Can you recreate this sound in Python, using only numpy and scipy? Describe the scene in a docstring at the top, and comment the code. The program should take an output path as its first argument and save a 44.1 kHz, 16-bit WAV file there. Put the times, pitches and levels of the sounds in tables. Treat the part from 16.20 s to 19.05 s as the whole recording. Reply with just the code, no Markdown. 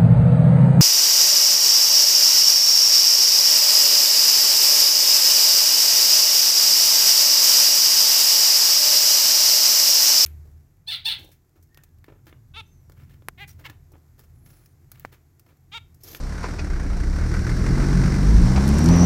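"""A six-cylinder diesel four-wheel-drive labours at low revs, then pulls away through soft sand, close by.
Firings boom through the exhaust, rattle the block and shake the panels; the intake hisses.
Tyres churn sand, air buffets the microphone and the body clunks.
Near the end dry twigs snap and a thin squeal starts at high revs."""
import sys
import numpy as np
from scipy import signal
from scipy.fft import rfft, irfft, next_fast_len
from scipy.io import wavfile
from scipy.ndimage import uniform_filter1d

SR = 44100
rng = np.random.default_rng(int(sys.argv[2]) if len(sys.argv) > 2 else 0)


def to_wav(s):
    """Save 16-bit WAV."""
    ch = np.atleast_2d(s).T  # columns
    pcm = np.round(np.clip(ch, -1, 1) * 32767)  # PCM
    wavfile.write(sys.argv[1], SR, pcm.astype(np.int16))


N = 125685

# engine speed (time [s], firing rate [Hz])
FIRING_HZ = [(0, 32), (.25, 38.8), (.4, 37.8), (.55, 30.1), (.71, 29.2), (.83, 29.7), (1.01, 38.1),
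             (1.12, 39.3), (1.43, 41.1), (1.59, 46), (1.82, 46.3), (2.0, 47.7), (2.14, 52.7), (2.28, 61.8),
             (2.53, 70.8), (2.63, 79), (2.76, 87.1), (2.85, 85.5)]
# exhaust drive (time [s], level [dB])
LOAD_DB = [(0, -39), (.3, -42), (.65, -37), (1.05, -33.5), (1.3, -33.5), (1.7, -24.5), (1.9, -25.5),
           (2.1, -26.5), (2.35, -30.5), (2.55, -26.5), (2.72, -17.5), (2.85, -19)]
# exhaust and underbody response (frequency [Hz], gain [dB])
PIPE_RESPONSE = [(12, -20), (28, 9.5), (36, 7), (45, 0.5), (53, 11), (61, 3.5), (72, 6), (86, -0.5),
                 (98, -8.8), (119, 3.1), (139, 2), (155, 0), (171, -1.4), (190, 2.5), (212, 2), (232, -5),
                 (260, -6), (340, -13.5), (450, -20), (700, -27)]
# firing-rate harmonics, lowest first (gain [dB])
HARMONIC_DB = [3, 4.5, 4, -1, -2.5, -2.5, -4.5, -2, 0.5]
# extra on the second harmonic (time [s], gain [dB])
SECOND_HARMONIC_DB = [(0, -3.5), (.25, -3.5), (.45, 3), (.7, -1.5), (1.1, 1.5), (1.5, -3), (1.75, -5),
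                      (2.1, -1), (2.33, 6), (2.55, -3.5), (2.7, 0), (2.85, -2.5)]
# knock per cylinder, in firing order (gain [dB])
CYLINDER_KNOCK_DB = [-0.49, -1.7, -0.1, 1, 0.78, -2]
# combustion clatter (time [s], level [dB])
CLATTER_DB = [(0, -54), (.14, -42.5), (.3, -42.5), (.45, -45.5), (.51, -42.5), (.68, -42.5), (.92, -44),
              (1.02, -37), (1.08, -40), (1.17, -38.5), (1.35, -39.5), (1.55, -35), (1.8, -38),
              (1.89, -36.5), (2.1, -40), (2.85, -38.5)]
# block response (frequency [Hz], gain [dB])
BLOCK_RESPONSE = [(60, -48.5), (200, -17.5), (450, 1), (950, -7.5), (1300, -0.5), (1540, 1.5), (1800, -4),
                  (2080, -3), (2600, -15.5), (3200, -24.5), (6000, -24), (12000, -37.5), (20000, -92)]
# intake and injector hiss (time [s], level [dB])
HISS_DB = [(0, -48.5), (.3, -48), (.5, -50.5), (.9, -47.5), (1.15, -45), (1.6, -41.5), (2.1, -41),
           (2.45, -39), (2.85, -37.5)]
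# hiss (frequency [Hz], gain [dB])
HISS_SPECTRUM = [(500, -55), (1500, -1), (3200, -13), (4200, -3), (5100, -2.5), (5650, 1.5), (6400, -6),
                 (7200, -8.5), (9000, -10.5), (11500, -22), (13200, -20.5), (15500, -34)]
# body and chassis rumble (time [s], level [dB])
RUMBLE_DB = [(0, -41), (.5, -33.5), (.9, -32.5), (1.35, -28), (1.55, -23), (2.0, -26.5), (2.3, -27),
             (2.6, -22), (2.85, -18)]
# rumble (frequency [Hz], gain [dB])
RUMBLE_SPECTRUM = [(20, -44), (80, 5.5), (190, -1), (300, -3.5), (410, -8), (520, -21), (800, -25),
                   (2000, -52), (20000, -120)]
# booming panels (frequency [Hz], width [Hz], gain [dB])
BODY_MODES = [(177.4, 10.5, 11), (228, 11, -1), (296.7, 17.7, 3.5), (343.4, 17, 1.5), (414.5, 66, -7)]
# churned sand (time [s], level [dB])
SAND_DB = [(0, -45.5), (1.2, -47), (1.6, -39.5), (2.1, -39), (2.3, -35), (2.55, -33), (2.75, -29.5),
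           (2.85, -28)]
# sand (frequency [Hz], gain [dB])
SAND_SPECTRUM = [(200, -9), (500, -0.5), (780, -2), (1050, -2), (1400, -10), (2300, -15), (3200, -20.5),
                 (7000, -47.5), (15000, -43)]
# air on the microphone (time [s], level [dB])
WIND_DB = [(0, -35), (.4, -37.5), (.65, -24.5), (1.1, -28.5), (1.5, -22), (1.95, -39), (2.17, -12),
           (2.4, -29), (2.85, -28)]
# buffeting (frequency [Hz], gain [dB])
WIND_SPECTRUM = [(6, -12.5), (18, -1), (32, 16), (50, 11), (90, 1.5), (250, -56), (20000, -160)]
# body clunks (time [s], level [dB], rise [s], decay [s], treble [dB], ring [Hz])
CLUNK_EVENTS = [(0.244, -25, 0.011, 0.02, -7, 1020), (0.395, -26.5, 0.0066, 0.01, -3.5, 2450),
                (2.361, -25, 0.00074, 0.0092, 1, 758), (2.377, -19, 0.0037, 0.0083, -12, 786)]
# clunk (frequency [Hz], gain [dB])
CLUNK_SPECTRUM = [(100, 10), (300, 9), (600, 5), (800, 3), (1400, 3), (2400, 2), (3300, -9.5), (5200, 0),
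                  (7500, -14), (14000, -53)]
# snapping twigs (time [s], level [dB], decay [s], centre [Hz])
TWIG_SNAPS = [(2.4793, -23, .0007, 7500), (2.4903, -22.5, .0007, 7500), (2.540, -33, .002, 6000),
              (2.585, -28, .002, 6200), (2.591, -32, .002, 8000), (2.643, -30, .0015, 9000),
              (2.660, -25, .002, 6500), (2.688, -24, .002, 5100), (2.765, -37, .001, 13000)]
# squeal (time [s], pitch [Hz], level [dB])
SQUEAL_TRACK = [(2.45, 5620, -110), (2.58, 5641, -40), (2.68, 5724, -43), (2.72, 5900, -35.5),
                (2.79, 5790, -35), (2.82, 5830, -29.5), (2.85, 6024, -33)]


def undb(db):
    return 10 ** (np.asarray(db) / 20)


def curve(rows, column=1):
    """Table column at every sample."""
    rows = np.array(rows, float)
    return np.interp(np.arange(N) / SR, rows[:, 0], rows[:, column])


def unit_rms(x):
    return x / np.sqrt(np.mean(x ** 2) + 1e-18)


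def noise():
    return rng.standard_normal(N)


def walk(rate_hz):
    """Smooth random motion, RMS 1."""
    size = max(int(SR / rate_hz), 1)
    return unit_rms(uniform_filter1d(uniform_filter1d(noise(), size), size))


def colour(x, points):
    """Minimum-phase filter through points (frequency [Hz], gain [dB])."""
    size = 2 * next_fast_len(N)
    hz, db = np.array(points, float).T
    bin_hz = np.maximum(np.arange(size // 2 + 1) * SR / size, 1)
    gain = undb(np.interp(np.log(bin_hz), np.log(hz), db))
    cepstrum = irfft(np.log(gain))
    cepstrum[1:size // 2] *= 2
    cepstrum[size // 2 + 1:] = 0
    return irfft(rfft(x, size) * np.exp(rfft(cepstrum)))[:N]


def treble(x, cutoff_hz):
    """Zero-phase high-pass."""
    bin_hz = np.arange(N // 2 + 1) * SR / N
    return irfft(rfft(x) * (1 - 1 / (1 + (bin_hz / cutoff_hz) ** 4)), N)


def ringing(x, modes):
    """Input plus the modes it excites."""
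    return x + sum(undb(db) * signal.lfilter(*signal.iirpeak(hz, hz / width_hz, fs=SR), x)
                   for hz, width_hz, db in modes)


def burst(peak_s, rise_s, decay_s):
    """Exponential rise and decay."""
    t = np.arange(N) / SR - peak_s
    return np.exp(np.minimum(t / rise_s, -t / decay_s))


def grains(per_s, spread_db):
    """Random clicks of uneven size."""
    clicks = (rng.random(N) < per_s / SR) * np.sign(noise())
    return clicks * undb(spread_db * np.minimum(rng.exponential(size=N), 4))


def exhaust(firing_hz, cycles, lope_db=-15, trim_db=-0.5):
    """Firing harmonics climb through the pipe's resonances; uneven cylinders add lines between them."""
    flutter_hz, flutter_rad, flutter_db = 22, 0.16, 1.8
    pipe_hz, pipe_db = np.array(PIPE_RESPONSE, float).T
    rolloff_db_per_oct = np.interp(firing_hz, [40, 53.5], [4.5, 0])  # duller at low revs
    out = np.zeros(N)
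    for k, harmonic_db in enumerate(HARMONIC_DB, 1):
        for multiple, offset_db in ((k, 0), (k - 0.5, lope_db)):
            db = harmonic_db + offset_db - rolloff_db_per_oct * np.log2(max(multiple / 2, 1))
            db += np.interp(np.log(multiple * firing_hz), np.log(pipe_hz), pipe_db)
            if multiple == 2:
                db += curve(SECOND_HARMONIC_DB)
            phase = 2 * np.pi * (multiple * cycles + rng.random())
            phase += flutter_rad * np.sqrt(multiple) * walk(flutter_hz)
            out += undb(db + flutter_db * walk(flutter_hz)) * np.sin(phase)
    return np.sqrt(2) * out * undb(curve(LOAD_DB) + trim_db)


def firings(cycles, jitter_cycles=0.052, scatter_db=3):
    """One pulse per firing, uneven in time and strength."""
    k = np.arange(int(cycles[-1]) + 1)
    lateness, strength = rng.standard_normal((len(k), 2)).T
    at_sample = np.interp(k + jitter_cycles * lateness, cycles, np.arange(N)).astype(int)
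    db = np.array(CYLINDER_KNOCK_DB)[k % len(CYLINDER_KNOCK_DB)] + scatter_db * strength
    return np.bincount(at_sample, undb(db), N)


def engine_bay(firing_hz, cycles, delay_cycles=0.14, decay_s=0.01, hiss_depth=0.46):
    """Each combustion rattles the block and pulses the intake and injector hiss."""
    blows = firings(cycles - delay_cycles) / (firing_hz * decay_s)
    knocks = signal.lfilter([1], [1, -np.exp(-1 / (decay_s * SR))], blows)
    envelope = unit_rms(1 + uniform_filter1d(knocks, size=90))
    clatter = unit_rms(colour(noise() * envelope, BLOCK_RESPONSE))
    hiss = unit_rms(colour(noise() * (1 - hiss_depth + hiss_depth * envelope), HISS_SPECTRUM))
    return clatter * undb(curve(CLATTER_DB)) + hiss * undb(curve(HISS_DB))


def chassis(cycles, throb_depth=0.31):
    """Panels and chassis rumble, shaken once per firing."""
    throb = 1 + throb_depth * np.cos(2 * np.pi * cycles)
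    shake = colour(noise() * throb, RUMBLE_SPECTRUM)
    return unit_rms(ringing(shake, BODY_MODES)) * undb(curve(RUMBLE_DB))


def tyres(patchy_db=1.0):
    """Sand crunches unevenly under the tread."""
    crunch = unit_rms(colour(grains(per_s=2500, spread_db=1.5), SAND_SPECTRUM))
    return crunch * undb(curve(SAND_DB) + patchy_db * walk(rate_hz=20))


def wind():
    """Air buffets the microphone: low noise."""
    return unit_rms(colour(noise(), WIND_SPECTRUM)) * undb(curve(WIND_DB))


def clunks(ring_width_hz=100, ring_db=4.5):
    """Short, dead knocks from drivetrain and body."""
    out = np.zeros(N)
    for at_s, db, rise_s, decay_s, treble_db, ring_hz in CLUNK_EVENTS:
        thud = colour(noise(), CLUNK_SPECTRUM)
        knock = unit_rms(ringing(thud, [(ring_hz, ring_width_hz, ring_db)]))
        knock += (undb(treble_db) - 1) * treble(knock, cutoff_hz=1170)
        out += knock * undb(db) * burst(at_s, rise_s, decay_s)
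    return out


def brushwood(rustle_at_s=2.64, rustle_sigma_s=0.064, rustle_db=-56, snap_rise_s=0.0001):
    """Dry twigs snap amid a short rustle."""
    t = np.arange(N) / SR
    rustle = unit_rms(treble(grains(per_s=900, spread_db=4), cutoff_hz=6000))
    swell = np.exp(-((t - rustle_at_s) / rustle_sigma_s) ** 2 / 2)
    out = rustle * undb(rustle_db) * swell
    for at_s, db, decay_s, centre_hz in TWIG_SNAPS:
        crack = signal.lfilter(*signal.iirpeak(centre_hz, Q=2.5, fs=SR), noise())
        out += unit_rms(crack) * undb(db) * burst(at_s, snap_rise_s, decay_s)
    return out


def squeal(cycles, wobble_hz=79, wander_hz=102.2, pulse_depth=0.5):
    """Thin squeal, probably a slipping belt; chirps with each firing."""
    beat = np.cos(2 * np.pi * cycles)
    pitch_hz = curve(SQUEAL_TRACK) + wobble_hz * beat + wander_hz * walk(rate_hz=510)
    tone = np.sin(2 * np.pi * np.cumsum(pitch_hz) / SR)
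    return unit_rms(tone * (1 + pulse_depth * beat)) * undb(curve(SQUEAL_TRACK, column=2))


def scene():
    """Mono mix; one firing clock drives all engine layers."""
    firing_hz = curve(FIRING_HZ)
    cycles = np.cumsum(firing_hz) / SR  # one cycle per firing
    engine = exhaust(firing_hz, cycles) + engine_bay(firing_hz, cycles) + chassis(cycles)
    return (engine + tyres() + wind() + clunks() + brushwood() + squeal(cycles))[None]


def record(dry):
    """Steep low-pass."""
    cutoff_hz = 15000
    return signal.sosfilt(signal.ellip(8, 0.2, 80, cutoff_hz, fs=SR, output="sos"), dry)


dry = scene()
out = record(dry)
to_wav(out)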